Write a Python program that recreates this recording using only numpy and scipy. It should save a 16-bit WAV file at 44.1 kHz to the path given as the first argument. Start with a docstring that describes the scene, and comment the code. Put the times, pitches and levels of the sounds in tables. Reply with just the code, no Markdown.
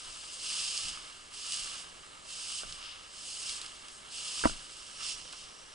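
"""Tall grass beside a pond, evening, heard from the stereo microphone of a slowly carried camera.
Right at the microphone, stalks brush past about once a second in dry, raspy swishes; thicker ones
crackle as they bend, and stems snap. Soft steps thud through the camera, its housing rattles lightly,
and one knock sets it ringing. Farther off, a faint hiss of insects and air lies over the meadow."""
import sys
import numpy as np
from scipy.fft import rfft, irfft, next_fast_len
from scipy.io import wavfile
from scipy.ndimage import map_coordinates

SR = 44100
rng = np.random.default_rng(int(sys.argv[2]) if len(sys.argv) > 2 else 0)


def waveform_to_disk(signal):
    """Save audio, clipped to [-1, 1], as 16-bit WAV at the path in sys.argv[1]."""
    frames = np.transpose(np.atleast_2d(signal))
    scaled = np.clip(frames, -1, 1) * 32767
    samples = np.round(scaled).astype(np.int16)
    wavfile.write(sys.argv[1], SR, samples)


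N = 253373

# Levels in the tables are relative; each source adds its own gain.
# distant insects and air: (frequency [Hz], level [dB])
MEADOW_SPECTRUM = [(40, 4), (90, -1), (230, -2), (450, 2.5), (800, 1), (1020, 1.5), (1230, -7),
                   (1450, -5.5), (2000, -2.5), (2900, -18.5), (4200, -4), (5250, -20), (6300, -10.5),
                   (8200, -2), (11000, -21)]
# jolts of the camera: (time [s], length [s], level [dB])
JOLTS = [(0.07, .015, -58), (0.54, 0.078, -68), (0.84, .05, -50), (1.625, .02, -58), (1.93, 0.053, -66.5),
         (2.64, 0.093, -53.5), (3.44, 0.09, -63.5), (4.45, 0.042, -39), (5.15, .07, -58)]
# their thud at the microphone: (frequency [Hz], level [dB])
JOLT_SPECTRUM = [(10, -7.5), (22, 2), (45, -5.5), (85, -15), (150, -16), (400, -23), (1000, -88)]
# light taps on the housing: (time [s], level [dB])
TAPS = [(2.634, -36), (2.641, -39), (4.314, -47), (4.4378, -21.5), (4.4398, -17.5), (4.448, -15.5),
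        (4.4595, -41), (4.465, -35), (4.472, -29), (4.4955, -28), (5.056, -36), (5.254, -38.5),
        (5.333, -38)]
# their rattle: (frequency [Hz], level [dB])
TAP_SPECTRUM = [(100, -13.5), (400, -2), (650, 5), (1000, -4), (1450, 7), (2100, -14.5), (2750, -3.5),
                (3600, -64), (8000, -50)]
# the blow on the housing: (time [s], level [dB])
KNOCK = [(4.4551, -15.5)]
# ringing of the housing: (frequency [Hz], level [dB], t60 [s])
HOUSING_MODES = [(280, -22, 0.104), (310, -2, 0.049), (590, 0, 0.015), (662, -10, 0.055), (760, -8, 0.006),
                 (785, -7, 0.024), (973, -6, 0.049), (1097, -3, 0.02), (1180, -11, 0.032),
                 (1540, -16, 0.011), (1885, -15, 0.026)]
# the camera swaying on its mount: (frequency [Hz], level [dB], t60 [s])
MOUNT_MODES = [(21.6, -25, 0.51), (60.4, -13, 0.11), (231, -2, 0.046)]
# a small shell gives little bass, a blunt contact little treble: (frequency [Hz], level [dB])
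SHELL_SPECTRUM = [(30, -27), (150, 5), (240, -1.5), (480, 5), (950, 5), (1200, 0.5), (1480, 0),
                  (2100, 5.5), (3500, -24), (8000, -16)]
# fine scraping as the camera swings round: (time [s], level [dB])
SIZZLE_LEVELS = [(4.7, -75), (4.96, -57), (5.09, -46), (5.2, -58), (5.42, -61), (5.6, -61)]
# its thin, high band: (frequency [Hz], level [dB])
SIZZLE_SPECTRUM = [(3800, -35), (4900, -22), (5400, -4), (5800, 0), (6300, -34), (7500, -41)]
# stalks pressed down: (time [s], length [s], level [dB])
PRESSES = [(0.03, 0.13, -57), (0.52, 0.51, -53), (1.5, 0.29, -52.3), (2.4, 0.34, -57), (2.84, 0.043, -54),
           (3.5, .21, -56.5), (4.2, 0.33, -55), (5.0, .1, -54.5)]
# their dull crackle: (frequency [Hz], level [dB])
STALK_SPECTRUM = [(500, -15.5), (900, -8.5), (1080, -5.5), (1190, -1), (1300, -1), (1440, -9), (1620, -5),
                  (1950, -12.5), (2250, -8), (2420, -13), (2900, -3.5), (5000, -19.5)]
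# stems snapping close by: (time [s], level [dB])
SNAPS = [(0.502, -31), (0.777, -26), (0.885, -30), (1.522, -25), (1.534, -32), (1.543, -32), (2.7252, -33),
         (3.495, -25.5), (3.6155, -30), (3.663, -35.5), (3.8838, -36), (4.393, -28), (5.3268, -33)]
# their bright crack: (frequency [Hz], level [dB])
SNAP_SPECTRUM = [(1000, -24), (2200, -11), (2900, -1), (3900, -1.5), (5200, 0), (6200, -8), (8200, -7),
                 (11000, -16)]
# sweeps through the grass: (full contact [s], peak [s], letting go [s], attack [s], level [dB],
# swell [dB], ease [dB], brightness [dB], left minus right [dB])
SWEEPS = [(0.0, 0.24, 0.32, .05, -46, 1.5, 1, 0.8, 0), (0.322, 0.335, 0.365, 0.062, -44, 7, 2.5, 4.5, 1),
          (0.443, 0.58, 0.89, 0.12, -34.5, 3.5, 4, 0.3, -1.5),
          (0.89, 0.895, 0.96, .04, -44.5, 6, 4, -2.5, -1),
          (1.339, 1.53, 1.817, 0.028, -36.5, 9, 8.5, 0.9, -2.2),
          (2.303, 2.58, 2.603, 0.087, -38, 5.5, 1, 1, -2), (2.7, 2.725, 2.7, .05, -50, 0, -3, 0, -1.5),
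          (2.83, 2.86, 2.91, 0.056, -48.5, -0.5, -1.5, -10, 2),
          (3.165, 3.3, 3.57, 0.14, -42, 6, -0.5, 2.2, -2), (3.47, 3.495, 3.52, 0.14, -41, 1.5, 0.5, -1, -1),
          (3.92, 3.972, 3.99, 0.045, -55.5, 1, 2, 9, 1),
          (4.146, 4.41, 4.5, 0.078, -37, 4.5, 1.5, 0.6, -1.5),
          (4.72, 4.83, 5, 0.086, -50.5, 0, 3.5, 1.5, -3),
          (5.051, 5.099, 5.12, .13, -35.5, 3, 2.5, -0.2, -4),
          (5.389, 5.396, 5.44, 0.058, -50, -2, 0, -1, 0)]
# blades scraping at the microphone: (frequency [Hz], level [dB])
RASP_SPECTRUM = [(900, -45), (2100, -19), (2400, -13), (2750, -1), (3000, 0), (3350, -4.5), (4000, -6.5),
                 (5000, 0), (5350, -.3), (5850, -8.5), (6600, -3.5), (7250, -7.5), (8000, -1.8),
                 (9900, -8.5), (11000, -18)]
# likeness of the sound at the two microphone ports: (frequency [Hz], correlation [0..1])
PORT_LIKENESS = [(40, 0.65), (400, 0.72), (1300, 0.8), (3000, 0.82), (10000, 0.74)]
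# phase between the ports: (frequency [Hz], lead of the left [rad])
PORT_LEAD = [(100, 0), (200, -.7), (400, -1.7), (850, -2.3), (1200, -1.6), (1890, -1.7), (2300, -.5),
             (3100, -.9), (4300, -.15), (6200, -.4), (7000, -.15), (11000, 0)]


def amp(db):
    """Decibels to gain."""
    return 10 ** (np.asarray(db) / 20)


def unit(x):
    """x at rms 1."""
    return x / np.sqrt(np.mean(x ** 2) + 1e-20)


def along(points, hz):
    """(frequency, value) points read on a log axis."""
    f, v = np.transpose(points)
    return np.interp(np.log(hz + 1), np.log(f + 1), v)


def wobble(rate):
    """A smooth random curve, rate knots a second."""
    knots = rng.standard_normal(int(N * rate / SR) + 4)
    return map_coordinates(knots, [np.arange(N) * rate / SR])


def filtered(x, response):
    """x through a complex frequency response."""
    m = next_fast_len(N + SR // 2)
    return irfft(rfft(x, m) * response(np.fft.rfftfreq(m, 1 / SR)), m)[..., :N]


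def coloured(x, spectrum):
    """x through a causal, minimum-phase filter with the gain of the spectrum."""
    m = 2 * next_fast_len(N)
    gain = amp(along(spectrum, np.fft.rfftfreq(m, 1 / SR)))
    cepstrum = irfft(np.log(gain + 1e-6))
    cepstrum[1:m // 2] *= 2
    cepstrum[m // 2 + 1:] = 0
    return irfft(rfft(x, m) * np.exp(rfft(cepstrum)), m)[..., :N]


def spread(pair, spectrum):
    """Two unrelated signals become one coloured, partly alike stereo sound of rms 1."""
    def response(hz):
        angle = np.arccos(along(PORT_LIKENESS, hz)) / 2
        return amp(along(spectrum, hz)) * [np.cos(angle), np.sin(angle)]
    mid, side = filtered(pair, response)
    return unit(np.array([mid + side, mid - side]))


def swell(start, length, rise_db_per_s, fall_db_per_s):
    """Envelope in dB: rises to 0 at the start, holds for the length, then dies away."""
    t = np.arange(N) / SR - start
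    return rise_db_per_s * np.minimum(t, 0) - fall_db_per_s * np.maximum(t - length, 0)


def pulses(rows, floor_db, rise_db_per_s, fall_db_per_s):
    """Gain of (time, length, level) swells over a steady floor."""
    power = sum(amp(db + swell(s, length, rise_db_per_s, fall_db_per_s)) ** 2 for s, length, db in rows)
    return np.sqrt(power + amp(floor_db) ** 2)


def slips(rate, scatter_db):
    """Tiny stick-slip impulses of uneven size, rate a second, at rms 1."""
    chance = np.clip(rate / SR, 1e-4, 1)
    sizes = rng.standard_normal((2, N)) * amp(scatter_db * rng.standard_normal((2, N)))
    return unit(sizes * (rng.random((2, N)) < chance) / np.sqrt(chance))


def cracks(rows, spectrum, t60, tail_db, tail_t60):
    """Each event is a sharp burst of noise with a weaker, longer tail."""
    bursts, t = np.zeros(N + SR), np.arange(SR // 10) / SR
    fade = amp(-60 * t / t60) + amp(tail_db - 60 * t / tail_t60)
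    for s, db in rows:
        bursts[round(s * SR):][:len(t)] += amp(db) * fade * rng.choice([-1, 1], len(t))
    filter_gain = np.linalg.norm(coloured(np.ones(1), spectrum))
    return coloured(bursts, spectrum) / filter_gain


def ringing(modes, t):
    """Damped sines of a struck body."""
    return sum(amp(db - 60 * t / t60) * np.sin(2 * np.pi * hz * t) for hz, db, t60 in modes)


def meadow(level_db=-57):
    """Far insects and air: an even, faint hiss."""
    return amp(level_db + 0.59 * wobble(2.8)) * spread(rng.standard_normal((2, N)), MEADOW_SPECTRUM)


def rumble(gain_db=-1):
    """Steps and moving air shake the camera and its microphone."""
    shake = pulses(JOLTS, floor_db=-69, rise_db_per_s=550, fall_db_per_s=195)
    return shake * amp(gain_db) * spread(rng.standard_normal((2, N)), JOLT_SPECTRUM)


def housing_taps(gain_db=-2.5):
    """Light taps rattle the shell around the microphone."""
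    return amp(gain_db) * cracks(TAPS, TAP_SPECTRUM, t60=0.009, tail_db=-13, tail_t60=0.035)


def knock(ring_attack_s=0.00019, sway_attack_s=0.0015):
    """One blow rings the damped housing, louder at the right port, and sets the camera swaying."""
    ring, sway = np.zeros((2, N))
    for s, db in KNOCK:
        t = np.maximum(np.arange(N) / SR - s, 0)
        ring += amp(db) * ringing(HOUSING_MODES, t) * (1 - np.exp(-t / ring_attack_s)) ** 2
        sway += amp(db) * ringing(MOUNT_MODES, t) * (1 - np.exp(-t / sway_attack_s))
    return coloured(ring, SHELL_SPECTRUM) * amp([[-1], [1]]) - sway


def sizzle():
    """A narrow band of fine scraping swells and fades as the camera swings round."""
    level_db = np.interp(np.arange(N) / SR, *np.transpose(SIZZLE_LEVELS))
    return amp(level_db) * spread(slips(5000, scatter_db=6), SIZZLE_SPECTRUM)


def bending_stalks(gain_db=4):
    """Thicker stalks close by bend with a dull crackle."""
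    weight = pulses(PRESSES, floor_db=-59, rise_db_per_s=84, fall_db_per_s=64)
    crackle = slips(1500, scatter_db=1.5) + rng.standard_normal((2, N))
    return weight * amp(gain_db + 1.4 * wobble(29.33)) * spread(crackle, STALK_SPECTRUM)


def snapping_stems(gain_db=0.5):
    """Each stem near the microphone breaks in a brief fracture and a spray of splinters."""
    return amp(gain_db) * cracks(SNAPS, SNAP_SPECTRUM, t60=0.003, tail_db=-11, tail_t60=0.041)


def sweep(start, peak, stop, attack, peak_db, swell_db, ease_db):
    """Power of one sweep: contact builds and eases, then the stalks slip free, swing on and settle."""
    pressure_db = np.interp(np.arange(N) / SR, [start, peak, stop], [-swell_db, 0, -ease_db])
    rise_db_per_s = 18 / attack
    contact_db = swell(start, stop - start, rise_db_per_s, fall_db_per_s=223)
    settle_db = swell(start, stop - start, rise_db_per_s, fall_db_per_s=32) - 7.5
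    return amp(peak_db + pressure_db + np.maximum(contact_db, settle_db)) ** 2


def brushing(floor_db=-59.5, flare_db=-15.5):
    """Level, brightness and side of the rasp in dB; colour and side are the average over all sweeps, weighted
    by their power, and fade toward neutral where only the floor remains."""
    powers = np.array([sweep(*row[:-2]) for row in SWEEPS])
    sweep_power = powers.sum(axis=0)
    # the rasp flares round each snap, over a floor of stalks that never quite stop touching
    flares = [(s, 0, db + flare_db) for s, db in SNAPS]
    flare_power = pulses(flares, floor_db, rise_db_per_s=1800, fall_db_per_s=208) ** 2
    bright_db, side_db = np.transpose(SWEEPS)[-2:] @ powers / (sweep_power + amp(floor_db) ** 2)
    return 10 * np.log10(sweep_power + flare_power), bright_db, side_db


def swishes(peak_slips_per_s=4000, slip_share=0.16, brighten_db_per_db=0.0762):
    """Rough blades scrape over each other at the microphone; harder brushing makes more slips."""
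    level_db, bright_db, side_db = brushing()
    force_db = level_db - level_db.max()
    grains = slips(peak_slips_per_s * amp(force_db / 2), scatter_db=1)
    scrape = np.sqrt(slip_share) * grains + np.sqrt(1 - slip_share) * rng.standard_normal((2, N))
    rasp = spread(scrape, RASP_SPECTRUM)
    # bright sweeps and harder brushing lift the top and thin the body
    top = filtered(rasp, lambda hz: 1 / (1 + (6400 / (hz + 1)) ** 12))
    body = filtered(rasp, lambda hz: 1 / (1 + (hz / 4000) ** 8))
    tilt_db = bright_db - 0.68 + brighten_db_per_db * force_db
    rasp += (amp(tilt_db) - 1) * top + (amp(-0.62 * tilt_db) - 1) * body
    flutter_db = 0.65 * wobble(110)  # single blades catch and let go
    return amp(level_db + flutter_db + np.array([side_db, -side_db]) / 2) * rasp


def microphone_ports(x):
    """The two ports differ in phase, most of all in the middle range."""
    return filtered(x, lambda hz: np.exp(0.5j * along(PORT_LEAD, hz) * np.array([[1], [-1]])))


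def scene():
    """Close grass and handling noise over the distant meadow, in the open air."""
    close = snapping_stems() + housing_taps() + bending_stalks() + sizzle()
    close *= amp([[-1.2], [1.2]])  # a little to the right
    return microphone_ports(close + swishes() + rumble() + meadow() + knock())


def record(dry, top_hz=11050):
    """The camera keeps nothing above its band limit."""
    return filtered(dry, lambda hz: 1 / (1 + (hz / top_hz) ** 400))


dry = scene()
out = record(dry)
waveform_to_disk(out)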